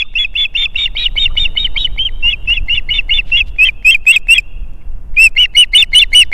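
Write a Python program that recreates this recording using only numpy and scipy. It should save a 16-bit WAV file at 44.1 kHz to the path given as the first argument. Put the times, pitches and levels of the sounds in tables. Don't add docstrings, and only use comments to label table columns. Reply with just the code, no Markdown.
import sys
import numpy as np
from scipy import signal
from scipy.fft import rfft, irfft
from scipy.io import wavfile
from scipy.ndimage import uniform_filter1d

SR = 44100
rng = np.random.default_rng(int(sys.argv[2]) if len(sys.argv) > 2 else 0)


def master_out(mix):
    frames = np.transpose(np.atleast_2d(mix))
    ceiling = np.clip(frames, -1, 1)
    pcm = np.round(ceiling * 32767).astype(np.int16)
    wavfile.write(sys.argv[1], SR, pcm)


def to_linear_factor(level_db):
    exponent = np.asarray(level_db, float) / 20
    return 10 ** exponent


N = 279153
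INPUT_HZ = 32000
LEAD_S = 0.009

# start_s, crest_hz, first_db, last_db
TOP_NOTES = [(-0.03, 3476, -17, -19), (0.1856, 3394, -14.5, -20), (0.3737, 3470, -18.5, -17),
             (0.5727, 3600, -22.5, -20), (0.7712, 3690, -26.5, -18.5), (0.9768, 3858, -27, -24),
             (1.1928, 3692, -19, -14), (1.3918, 3673, -19, -17.5), (1.5869, 3754, -19.5, -23.5),
             (1.7864, 3814, -21.5, -21.5), (2.3028, 3410, -23, -19), (2.5405, 3420, -27.5, -28),
             (2.7483, 3565, -23, -23.5), (2.939, 3584, -21.5, -19.5), (3.139, 3547, -16.5, -20),
             (3.3713, 3371, -12, -16), (3.6512, 3183, -11.5, -15), (3.9116, 3204, -7.5, -16),
             (4.1231, 3354, -19, -18), (4.3446, 3338, -20, -14.5), (5.7784, 3603, -9, -11),
             (5.9924, 3604, -7.5, -9.5)]
# entry_above_line_percent, extra_end_sag_percent, extra_arch_db
TOP_BENDS = [(.1, 1, 1.3), (1.5, -2, 2.6), (2.5, 0, 1.9), (0, 1.5, -2.7), (4, 1, -0.1), (-2.5, 5.5, -4.5),
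             (2.8, 0.5, 2), (0.9, 1, 1.5), (-1, -1, 1.5), (1, 0, 9), (0.9, -1, -1.5), (0, -2, -3.5),
             (-1, 0.6, -1.6), (1.2, -1, 0), (-.1, -0.5, -1.2), (-0.9, -1.4, 0.3), (0.6, 0.1, 3.2),
             (-0.2, -1, 3.7), (-0.5, 0.7, -1.5), (1.7, 0, -1), (-0.66, 0.6, -1), (-0.35, 1.9, 0.3)]
# start_s, length_s, from_hz, to_hz, level_db
DROPS_FROM_TOP = [(0.02, 0.011, 2666, 2420, -5.5), (0.245, 0.016, 2660, 2420, -10.5),
                  (0.4504, 0.016, 2724, 2404, -11), (0.655, 0.013, 2770, 2380, -8.5),
                  (0.8567, 0.012, 2900, 2730, -4), (1.0564, 0.021, 3054, 2660, -7),
                  (1.2539, 0.02, 2967, 2610, -7), (1.449, 0.024, 2970, 2510, -10),
                  (1.6443, 0.023, 3200, 2830, -10), (1.8446, 0.022, 3106, 2880, -8.5),
                  (2.3273, 0.022, 2786, 2400, -13), (2.5677, 0.024, 2836, 2430, -13.5),
                  (2.7712, 0.023, 2884, 2575, -10), (2.9832, 0.023, 2890, 2486, -8),
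                  (3.185, 0.024, 2855, 2480, -8.5), (3.4032, 0.021, 2766, 2420, -7.5),
                  (3.6865, 0.013, 2520, 2290, -4.5), (3.9448, 0.017, 2580, 2280, -4.5),
                  (4.16, 0.018, 2660, 2377, -2.5), (4.3801, 0.017, 2640, 2350, -2.5),
                  (5.8205, 0.019, 2960, 2472, -3), (6.015, 0.028, 2900, 2543, -4.5)]
# start_s, length_s, from_hz, to_hz, level_db
SAGGING_NOTES = [
    (2.047, 0.036, 3235, 2740, -11.5),
    (5.235, 0.047, 2720, 2430, 0),
    (5.412, 0.045, 2977, 2660, -6),
    (5.61, 0.034, 2955, 2577, -3.5),
    (6.187, 0.041, 2982, 2620, 0),
]
# start_s, peak_db
THROAT_CLICKS = [(0.14, -29), (0.3417, -28.5), (0.543, -26), (0.7461, -25.5), (0.9504, -26.5),
                 (1.156, -23.5), (1.3546, -25.5), (1.553, -26), (1.7474, -31.5), (1.963, -30), (2.209, -38),
                 (2.456, -35), (2.674, -32.5), (2.88, -37), (3.0837, -34), (3.3023, -27), (3.5618, -32.5),
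                 (3.8256, -31), (4.0547, -25), (4.2712, -24.5), (5.1432, -34), (5.353, -27),
                 (5.5392, -29.5), (5.725, -30.5), (5.9206, -26), (6.1197, -22.5), (6.317, -17)]
# start_s, from_hz, to_hz, first_db, last_db
OPENING_CLIMBS = [(0.1522, 2572, 2868, -13, -13), (0.3517, 2543, 2924, -16, -10.5),
                  (0.5488, 2600, 2925, -13.5, -10), (0.7553, 2630, 2900, -10, -22.5),
                  (2.2239, 2698, 2908, -23, -9), (2.4724, 2587, 2945, -18.5, -9),
                  (3.317, 2658, 2863, -11.5, -8.5), (3.5839, 2428, 2694, -14.5, -4.5),
                  (3.8463, 2433, 2744, -12, -2.5), (4.0648, 2461, 2818, -9.5, -0.5),
                  (4.2828, 2577, 2838, -16, -0.5), (5.1658, 2344, 2703, -14, -3)]
# start_s, from_hz, to_hz, first_db, last_db
LATER_CLIMBS = [(0.9678, 2990, 3120, -9.5, -10), (1.1743, 2956, 3060, -9.5, -18),
                (1.3729, 2900, 2992, -8, -14), (1.5719, 2933, 3057, -7, -10),
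                (1.772, 3097, 3227, -11, -13.5), (1.989, 3005, 3215, -12.5, -30),
                (2.6954, 2713, 2967, -12.5, -11), (2.9039, 2838, 3006, -11.5, -23),
                (3.1064, 2753, 2978, -9, -10.5), (5.3768, 2690, 2992, -8, -6.5),
                (5.5659, 2900, 2981, -5, -1), (5.7469, 2887, 3020, -3.5, 0), (5.9455, 2861, 3072, -7, 0),
                (6.147, 2859, 2985, -3, -1)]
# start_s, length_s, level_db
LOW_TAILS = [(0.8745, 0.0052, -24), (1.082, 0.0031, -29), (1.2765, 0.0032, -28.5), (1.472, 0.01, -37.5),
             (1.6692, 0.0067, -23.5), (1.8705, 0.0058, -26), (2.089, 0.0048, -27), (2.793, 0.0045, -26.5),
             (3.005, 0.0058, -32), (3.208, 0.0058, -32), (5.4549, 0.0042, -15.5), (5.6416, 0.004, -19.5),
             (5.8388, 0.0041, -22.5), (6.0368, 0.0067, -19), (6.2316, 0.0052, -15)]
# start_s, last_pitch_hz, level_db, attack_s
LOW_LEADS = [(0.9518, 2413, -14.5, 0.016), (1.1594, 2374, -14, 0.0098), (1.3649, 2403, -14, 0.0044),
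             (1.56, 2250, -14, 0.0084), (1.758, 2464, -10, 0.0088), (1.9745, 2414, -15.5, 0.011),
             (2.6814, 2188, -16, 0.0056), (2.8879, 2307, -15.5, 0.0033), (3.0915, 2284, -13, 0.0049),
             (5.3628, 2211, -8.5, 0.0069), (5.5474, 2290, -12, 0.0078), (5.7315, 2282, -7, 0.0075),
             (5.9285, 2250, -8.5, 0.0078), (6.1271, 2330, -8, 0.0068), (6.3231, 2335, -6.5, 0.0055)]
# top_rasp_db, octave_db as the head turns, lower_mode_hz, upper_mode_hz
CHIRP_VOICES = [(-22.5, 9.5, 2250, 2500), (-29.5, 8.5, 2130, 2500), (-25, 4, 2190, 3200),
                (-22.5, 8.5, 2250, 3200), (-22, 5.5, 2300, 3400), (-22, -1, 2450, 3300),
                (-24, 2, 2300, 3100), (-23, 4, 2320, 3600), (-28, -4, 2340, 3700), (-21.5, 2.5, 3000, 3400),
                (-39.5, -1.5, 2700, 2800), (-26.5, 3, 2200, 2780), (-24, 3, 2160, 2780),
                (-23.5, 4.5, 2260, 2890), (-21.5, 2, 2250, 2880), (-23.5, 0.5, 2250, 2860),
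                (-21.5, 0.5, 2170, 2800), (-19.5, -0.5, 2050, 3000), (-22, 0, 2115, 3200),
                (-20, -2, 2170, 3600), (-20, -7.5, 2100, 2400), (-52, -2, 2115, 2730),
                (-23, 10.5, 2300, 2960), (-28, -2.5, 2300, 2500), (-17.5, 4.5, 2240, 2600),
                (-19.5, -2.5, 2235, 4100), (-22.5, 7.5, 2250, 2730), (-86, 2, 2300, 2900)]
# pitch_hz, width_hz, level_db
WINDPIPE_MODES = [(1490, 1200, -17), (2250, 130, 13.5), (1893, 66, -4), (2660, 560, 6), (2900, 230, 14),
                  (3440, 380, -11.5)]
# pitch_hz, level_db relative to the tone
OCTAVE_LEVELS = [(2300, -40.5), (2600, -31.5), (3000, -37.5), (3250, -31.5), (3450, -36.5), (3700, -29)]
# time_s, level_db
FOREST_SHARE = [(0, -40), (0.998, -37), (2.2, -36.5), (3.5, -47), (4.401, -50), (5.1, -50.5), (5.6, -49.5),
                (6.3, -50.5)]
# time_s, level_db
WIND_GUSTS = [(0, -37.5), (.5, -33), (1, -26), (1.351, -20.5), (1.65, -20.5), (2.1, -24), (2.6, -23.5),
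              (3, -24.5), (3.601, -28), (4.199, -34), (4.6, -28.5), (4.95, -29), (5.8, -33.5),
              (6.201, -27.5)]
# pitch_hz, level_db per Hz
BUFFET_SPECTRUM = [(2.4, -47), (4.0, -1.5), (16, 1.5), (25, -4.5), (35, -9), (136, -35), (400, -55.5),
                   (520, -88), (880, -120)]
# pitch_hz, level_db per Hz
RUSH_SPECTRUM = [(100, -11), (400, -22.5), (800, -27), (1300, -33.5), (2000, -39), (4000, -52.5),
                 (15000, -53.5)]
# time_s, push, length_s
WIND_PUSHES = [
    (3.887, -0.033, .05),
    (4.098, -0.034, .05),
    (4.323, -0.069, .05),
    (5.22, -0.058, .05),
    (5.6, 0.037, 0.043),
    (5.75, -0.04, .03),
    (5.982, -0.091, .04),
    (6.173, 0.084, 0.065),
]
# start_s, peak_db
TWIG_SNAPS = [
    (.334, -52),
    (1.849, -38),
    (2.499, -31),
    (2.663, -50),
    (2.735, -46),
    (3.188, -37),
    (3.484, -44),
    (3.688, -39),
    (4.735, -54),
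]
# start_s, level_db, pitch_hz, length_s,
# width_hz
NEST_KNOCKS = [
    (0.023, -56, 1200, 0.046, 248),
    (0.657, -51, 1180, 0.027, 205),
    (1.155, -47, 1460, 0.019, 2030),
    (1.289, -44.5, 1190, 0.037, 200),
    (1.737, -44, 1015, 0.058, 305),
    (2.219, -44, 920, 0.061, 196),
    (3.238, -46, 2760, 0.12, 1700),
    (3.45, -50.5, 3030, 0.06, 2215),
    (4.806, -55.5, 2200, 0.023, 259),
    (5.16, -33.5, 2900, 0.0058, 248),
]


def evened(x):
    return x / np.sqrt(np.mean(x ** 2) + 1e-20)


def add(mix, s, sound):
    part = mix[max(round(s * SR), 0):][:len(sound)]
    part += sound[:len(part)]


def resonate(x, hz, width):
    turn = np.exp(2j * np.pi * np.cumsum(hz * np.ones(len(x))) / SR)
    r = np.exp(-np.pi * width / SR)
    return 2 * (turn * signal.lfilter([1 - r], [1, -r], x / turn)).real


def resonate_twice(x, hz, width):
    return resonate(resonate(x, hz, width), hz, width)


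def coloured(points):
    hz = np.fft.rfftfreq(N, 1 / SR)
    f, db = np.transpose(points)
    shape = to_linear_factor(np.interp(np.log(hz + 1), np.log(f + 1), db)) * (hz > 1)
    return evened(irfft(rfft(rng.standard_normal(N)) * shape, N))


def wobble(count, smooth_s):
    size = max(round(smooth_s * SR), 1)
    return evened(uniform_filter1d(uniform_filter1d(rng.standard_normal(count), size), size))


def near(gap_s, span_s):
    return np.clip(1 - gap_s / span_s, 0, 1)


def top_note(row, t, gone, left, middle):
    _, crest_hz, first_db, last_db, entry, sag, arch_db = row
    u = gone / gone[-1]
    hz = crest_hz - 1200 * np.maximum(middle - t, 0)
    hz -= (157 + crest_hz * sag / 100) * near(left, 0.03) ** 2
    hz += crest_hz * entry / 100 * near(gone, 0.025) ** 2
    swell_db = 75 * gone[-1] * abs(np.sin(np.pi * u)) ** 0.21
    return hz, first_db + (last_db - first_db) * u + swell_db - arch_db * (1 - 2 * u) ** 2


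def fall_note(row, gone, before, after):
    _, length, from_hz, to_hz, level_db = row
    jumped = before[0] == "top"
    u = np.minimum(gone / length, 1)
    left = np.maximum(length - gone, 0)
    hz = from_hz + (to_hz - from_hz) * u ** (1 if jumped else 1.9)
    if not jumped:
        db = level_db - 7 * u ** 2 + (before[1][4] - level_db) * near(gone, 0.0061)
    elif after:
        db = level_db - 8 * near(gone, 0.0069) ** 2
    else:
        db = level_db - 4.5 * near(gone, 0.0039) ** 2
    release_db = -19
    if after:
        tail_db = after[1][2]
        release_db = tail_db + 0.95 * (tail_db + 23) - db[-1]
    return hz, db + release_db * near(left, 0.016) ** 2.6


def click(low):
    t = np.arange(400) / SR
    hz = 2250 - 700 * np.exp(-t / 0.0007)
    ring = (np.exp(-t / 0.0016) + 0.25 * np.exp(-t / 0.004)) * (1 - np.exp(-t / 0.0002))
    puff = 3 * np.sin(np.pi * t / 0.0006) * (t / 0.00034) * np.exp(-t / 0.00037)
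    ring_db, puff_db = (-6, -1.5) if low else (-1.5, -9.5)
    breath = np.exp(-t / 0.0044) * evened(resonate(rng.standard_normal(len(t)), 3200, 1400))
    tone = ring * np.sin(2 * np.pi * np.cumsum(hz) / SR)
    return to_linear_factor(ring_db) * tone + to_linear_factor(puff_db) * puff + to_linear_factor(-22.5) * breath


def climb_note(row, gone, left, before, after):
    _, from_hz, to_hz, first_db, last_db = row
    u = gone / gone[-1]
    jumps = after[0] == "top"
    leaving = jumps * near(left, 0.0056)
    hz = from_hz + (to_hz - from_hz) * (u if jumps else np.sin(u * np.pi / 2)) + 49 * leaving
    start_share = np.exp(-gone / 0.016) if first_db < last_db else 1 - u ** 4
    db = last_db + (first_db - last_db) * start_share + 0.72 * (after[1][2] - last_db) * leaving
    if before[0]:
        return hz, db - 4.5 * near(gone, 0.012) ** 2
    return hz, db - 16.5 * near(gone, 0.004)


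def tail_note(row, gone):
    u = gone / gone[-1]
    return 2300 + (1934 - 2300) * u, row[2] - 5 * u


def lead_note(row, gone, left):
    _, last_hz, level_db, attack_s = row
    hz = 2070 + (last_hz - 2070) * (gone / gone[-1]) ** 1.3
    return hz, level_db - 21 * near(gone, attack_s) ** 1.2 - 5.5 * near(left, 0.0068)


def note(kind, row, end, before, after, middle):
    t = np.linspace(row[0], end, num=24)
    gone, left = t - t[0], end - t
    if kind == "top":
        hz, db = top_note(row, t, gone, left, middle)
    elif kind == "fall":
        hz, db = fall_note(row, gone, before, after)
    elif kind == "climb":
        hz, db = climb_note(row, gone, left, before, after)
    elif kind == "tail":
        hz, db = tail_note(row, gone)
    else:
        hz, db = lead_note(row, gone, left)
    return np.c_[t, hz, db, np.full(len(t), kind in ("lead", "tail"))]


def song():
    tops = [a + b for a, b in zip(TOP_NOTES, TOP_BENDS)]
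    parts = {"lead": LOW_LEADS, "climb": OPENING_CLIMBS + LATER_CLIMBS, "top": tops,
             "fall": DROPS_FROM_TOP + SAGGING_NOTES, "tail": LOW_TAILS}
    order, chirps = list(parts), []
    every_note = [(kind, row) for kind in parts for row in parts[kind]]
    for kind, row in sorted(every_note, key=lambda n: n[1][0]):
        if not chirps or order.index(kind) <= order.index(chirps[-1][-1][0]):
            chirps.append([])
        chirps[-1].append((kind, row))
    for notes in chirps:
        kind, row = notes[-1]
        ends = [r[0] - 0.0005 for k, r in notes[1:]]
        ends.append(row[0] + (LEAD_S if kind == "lead" else row[1]))
        middle = (notes[0][1][0] + ends[-1]) / 2
        befores, afters = [(None, None)] + notes, notes[1:] + [None]
        yield np.vstack([note(k, r, end, before, after, middle)
                         for (k, r), end, before, after in zip(notes, ends, befores, afters)])


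def windpipe_air(hz, pipe_hz, upper_hz):
    run_in = 400
    count = len(hz) + run_in
    air = rng.standard_normal(count) * to_linear_factor(2.9 * wobble(count, 0.013))
    lean = 1 + 0.2 * (uniform_filter1d(hz, size=1300) / hz.max() - 0.95)
    lean = np.pad(lean, (run_in, 0), mode="edge")
    rung = np.zeros(count)
    for f, width, db in WINDPIPE_MODES:
        mode_hz = f * lean * np.interp(f, [2250, 2900], [pipe_hz / 2250, upper_hz / 2900])
        rung += to_linear_factor(db - 8 * (f > hz.max())) * resonate_twice(air, mode_hz, width)
    return evened(signal.lfilter(*signal.butter(6, hz.max() + 200, fs=SR), rung)[run_in:])


def chirp(rows, rasp_db, octave_db, pipe_hz, upper_hz):
    s, hz, db, low = np.transpose(rows)
    t = np.arange(s[0] - 0.003, s[-1] + 0.0072, 1 / SR)
    t = t[t >= 0]
    hz, low = uniform_filter1d(np.interp(t, s, hz), size=24), np.interp(t, s, low)
    since_start = t - s[0] + 0.003 + (s[0] < 1 / SR)
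    fade = np.clip(np.minimum(since_start, s[-1] + 0.004 - t) / 0.004, 0, 1)
    level = np.sqrt(2) * to_linear_factor(uniform_filter1d(np.interp(t, s, db), size=60)) * fade
    jump = uniform_filter1d(1.0 * (abs(np.gradient(hz)) > 8), size=70)
    falter = np.where(hz.min() + 900 * low.max() + 300 > hz, 3.0, 0.9) * jump
    level *= 1 - uniform_filter1d(np.minimum(falter, 0.9), size=40)
    top = uniform_filter1d(1.0 * (hz > hz.max() - 330), size=200)
    rasp = to_linear_factor(rasp_db - 1.0) * (top + 0.39 * (1 - top) * (hz > 2750))
    rasp = rasp * np.minimum(level / level.max() * 6, 1) + to_linear_factor(-30.0) * level
    strain = 0.4 * np.clip((hz - 3790) / 60, 0, 1)
    shake = 0.3 * np.minimum(rasp / (level + 1e-5), 1) + 1.9 * strain
    shaken_hz = hz * (1 + (0.0019 + 0.013 * shake) * wobble(len(t), 0.00079))
    phase = 2 * np.pi * np.cumsum(shaken_hz) / SR
    half = to_linear_factor(-49.0 + 80 * strain + 0.87 * wobble(len(t), 0.036)) * np.sin(phase / 2)
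    tone = level * (1 + (0.008 + 0.25 * shake) * wobble(len(t), 0.001)) * (np.sin(phase) + half)
    flow = tone + rasp * windpipe_air(hz, pipe_hz, upper_hz)
    square_db = np.where(low > 0.5, -15.5, np.interp(hz, *np.transpose(OCTAVE_LEVELS)) + octave_db)
    square_db = square_db + 0.9 * (db.max() + 2.0)
    square = 2 * (tone + to_linear_factor(-7) * (flow - tone)) ** 2 / (level + rasp + 1e-5) * to_linear_factor(square_db)
    square = signal.lfilter(*signal.butter(2, 700, "high", fs=SR), square)
    cube = to_linear_factor(-52.0) * 4 * flow ** 3 / (level + rasp + 1e-5) ** 2
    beak_hiss = evened(resonate_twice(rng.standard_normal(len(t)), 5500, 480))
    return t[0], flow + cube + to_linear_factor(-31.5) * rasp * beak_hiss + square


def bird():
    out = np.zeros(N)
    for rows, voice in zip(song(), CHIRP_VOICES):
        add(out, *chirp(rows, *voice))
    for s, db in THROAT_CLICKS:
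        low_start = any(0 < row[0] - s < LEAD_S * 2 for row in LOW_LEADS)
        add(out, s, click(low_start and s < 3.5) * to_linear_factor(db))
    return out


def forest(x):
    t60_s, edge_s, edge_spread_s = 1.6, 0.124, 0.004
    count, lead = 2 * SR, round(SR * 4 / 5)
    t = np.arange(count) / SR
    taps = rng.choice([-1.0, 1.0], count) * (rng.random(count) < 1500 / SR)
    arrival = 0.11 + (t > edge_s) * (3.3 + 9 * np.exp(-np.abs(t - edge_s) / edge_spread_s))
    taps *= to_linear_factor(-60 * t / t60_s) * arrival * to_linear_factor(2.5 * wobble(count, 0.02))
    middle_band = signal.lfilter(*signal.butter(2, [2000, 3950], "band", fs=SR), taps)
    taps = middle_band + 0.7 * signal.lfilter(*signal.butter(2, 3800, fs=SR), taps)
    earlier = np.r_[x[:lead], x]
    return signal.fftconvolve(earlier, taps / np.linalg.norm(taps))[lead:lead + N]


def wind():
    t = np.arange(N) / SR
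    gust_db = np.interp(t, *np.transpose(WIND_GUSTS))
    buffet = to_linear_factor(7.5 + gust_db + 2.7 * wobble(N, 0.059)) * coloured(BUFFET_SPECTRUM)
    lumps = sum(push * np.exp(-((t - at) / length) ** 2) for at, push, length in WIND_PUSHES)
    rush = to_linear_factor(-27.0 + 0.61 * gust_db) * coloured(RUSH_SPECTRUM)
    return lumps + 0.3 * np.tanh(buffet / 0.24) + rush


def nest():
    out, t = np.zeros(N), np.arange(260) / SR
    for s, db in TWIG_SNAPS:
        snap = rng.standard_normal(len(t)) * np.exp(-t / 0.0018)
        add(out, s, to_linear_factor(db) * signal.lfilter([1], [1, -0.8], snap))
    for s, db, hz, length, width in NEST_KNOCKS:
        count = round(length * SR)
        burst = rng.standard_normal(count) * np.hanning(count)
        add(out, s, to_linear_factor(db) * evened(resonate_twice(burst, hz, width)))
    return out


def scene():
    air = wind()
    voice = to_linear_factor(0.91) * bird()
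    share_db = np.interp(np.arange(N) / SR, *np.transpose(FOREST_SHARE))
    return (voice + forest(voice * to_linear_factor(share_db)) + nest() + air)[None]


def camera_smear(x):
    size, group = 1536, 8
    hz, _, z = signal.stft(x, INPUT_HZ, nperseg=size, noverlap=size // 2)
    tilt_db = -1.6 * hz / 1000
    share = to_linear_factor(np.interp(hz, [3900, 4600], [-38, -13])) ** 2 * (hz > 600)
    power = abs(z) ** 2 * share[:, None]
    loud = (abs(z[:, hz > 1500]) ** 2).sum(1, keepdims=True)
    veil = to_linear_factor(-59 + tilt_db)[:, None] ** 2 * loud * (hz > 900)[:, None]
    noise_power = uniform_filter1d(power, size=60, axis=1) + veil
    uneven = rng.standard_normal((len(hz) // group + 1, z.shape[2] // 2 + 1))
    uneven = to_linear_factor(4.0 * np.kron(uneven, np.ones((group, 2))))[:len(hz), :z.shape[2]]
    z = z + np.sqrt(abs(noise_power)) * uneven * np.exp(2j * np.pi * rng.random(z.shape))
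    sums = np.add.reduceat(abs(z) ** 2, np.arange(0, len(hz), group), axis=1)
    mean = np.repeat(sums, group, axis=1)[:, :len(hz)] / group
    weak = mean * uneven ** 2 < to_linear_factor(-58 + tilt_db)[:, None] ** 2 * loud
    z = z * np.where(weak & (hz > 4000)[:, None], 0.05, 1)
    return signal.istft(z, nperseg=size, noverlap=size // 2)[1][:, :x.shape[1]]


def band_limit(x):
    return signal.sosfilt(signal.butter(12, 15250, fs=SR, output="sos"), x)


def record(dry):
    hard, ceiling, offset = 36.0, 0.86, 0.052
    run_on = 4410
    count = N + run_on
    longer = np.pad(dry, ((0, 0), (0, run_on)), mode="reflect", reflect_type="odd")
    longer = longer * np.minimum((count - np.arange(count)) / run_on, 1)
    slow = signal.resample(longer, round(count * INPUT_HZ / SR), axis=1) + offset
    clipped = slow / (1 + abs(slow / ceiling) ** hard) ** (1 / hard)
    back = signal.resample(camera_smear(clipped), count, axis=1)
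    hz = np.fft.rfftfreq(count, 1 / SR)
    shelf = np.interp(hz, [13900, 14200, 15100, 15250], to_linear_factor([0, -12, -14, -80]))
    mix = irfft(rfft(back) * shelf, count)[:, :N]
    return band_limit(mix)


dry = scene()
out = record(dry)
master_out(out)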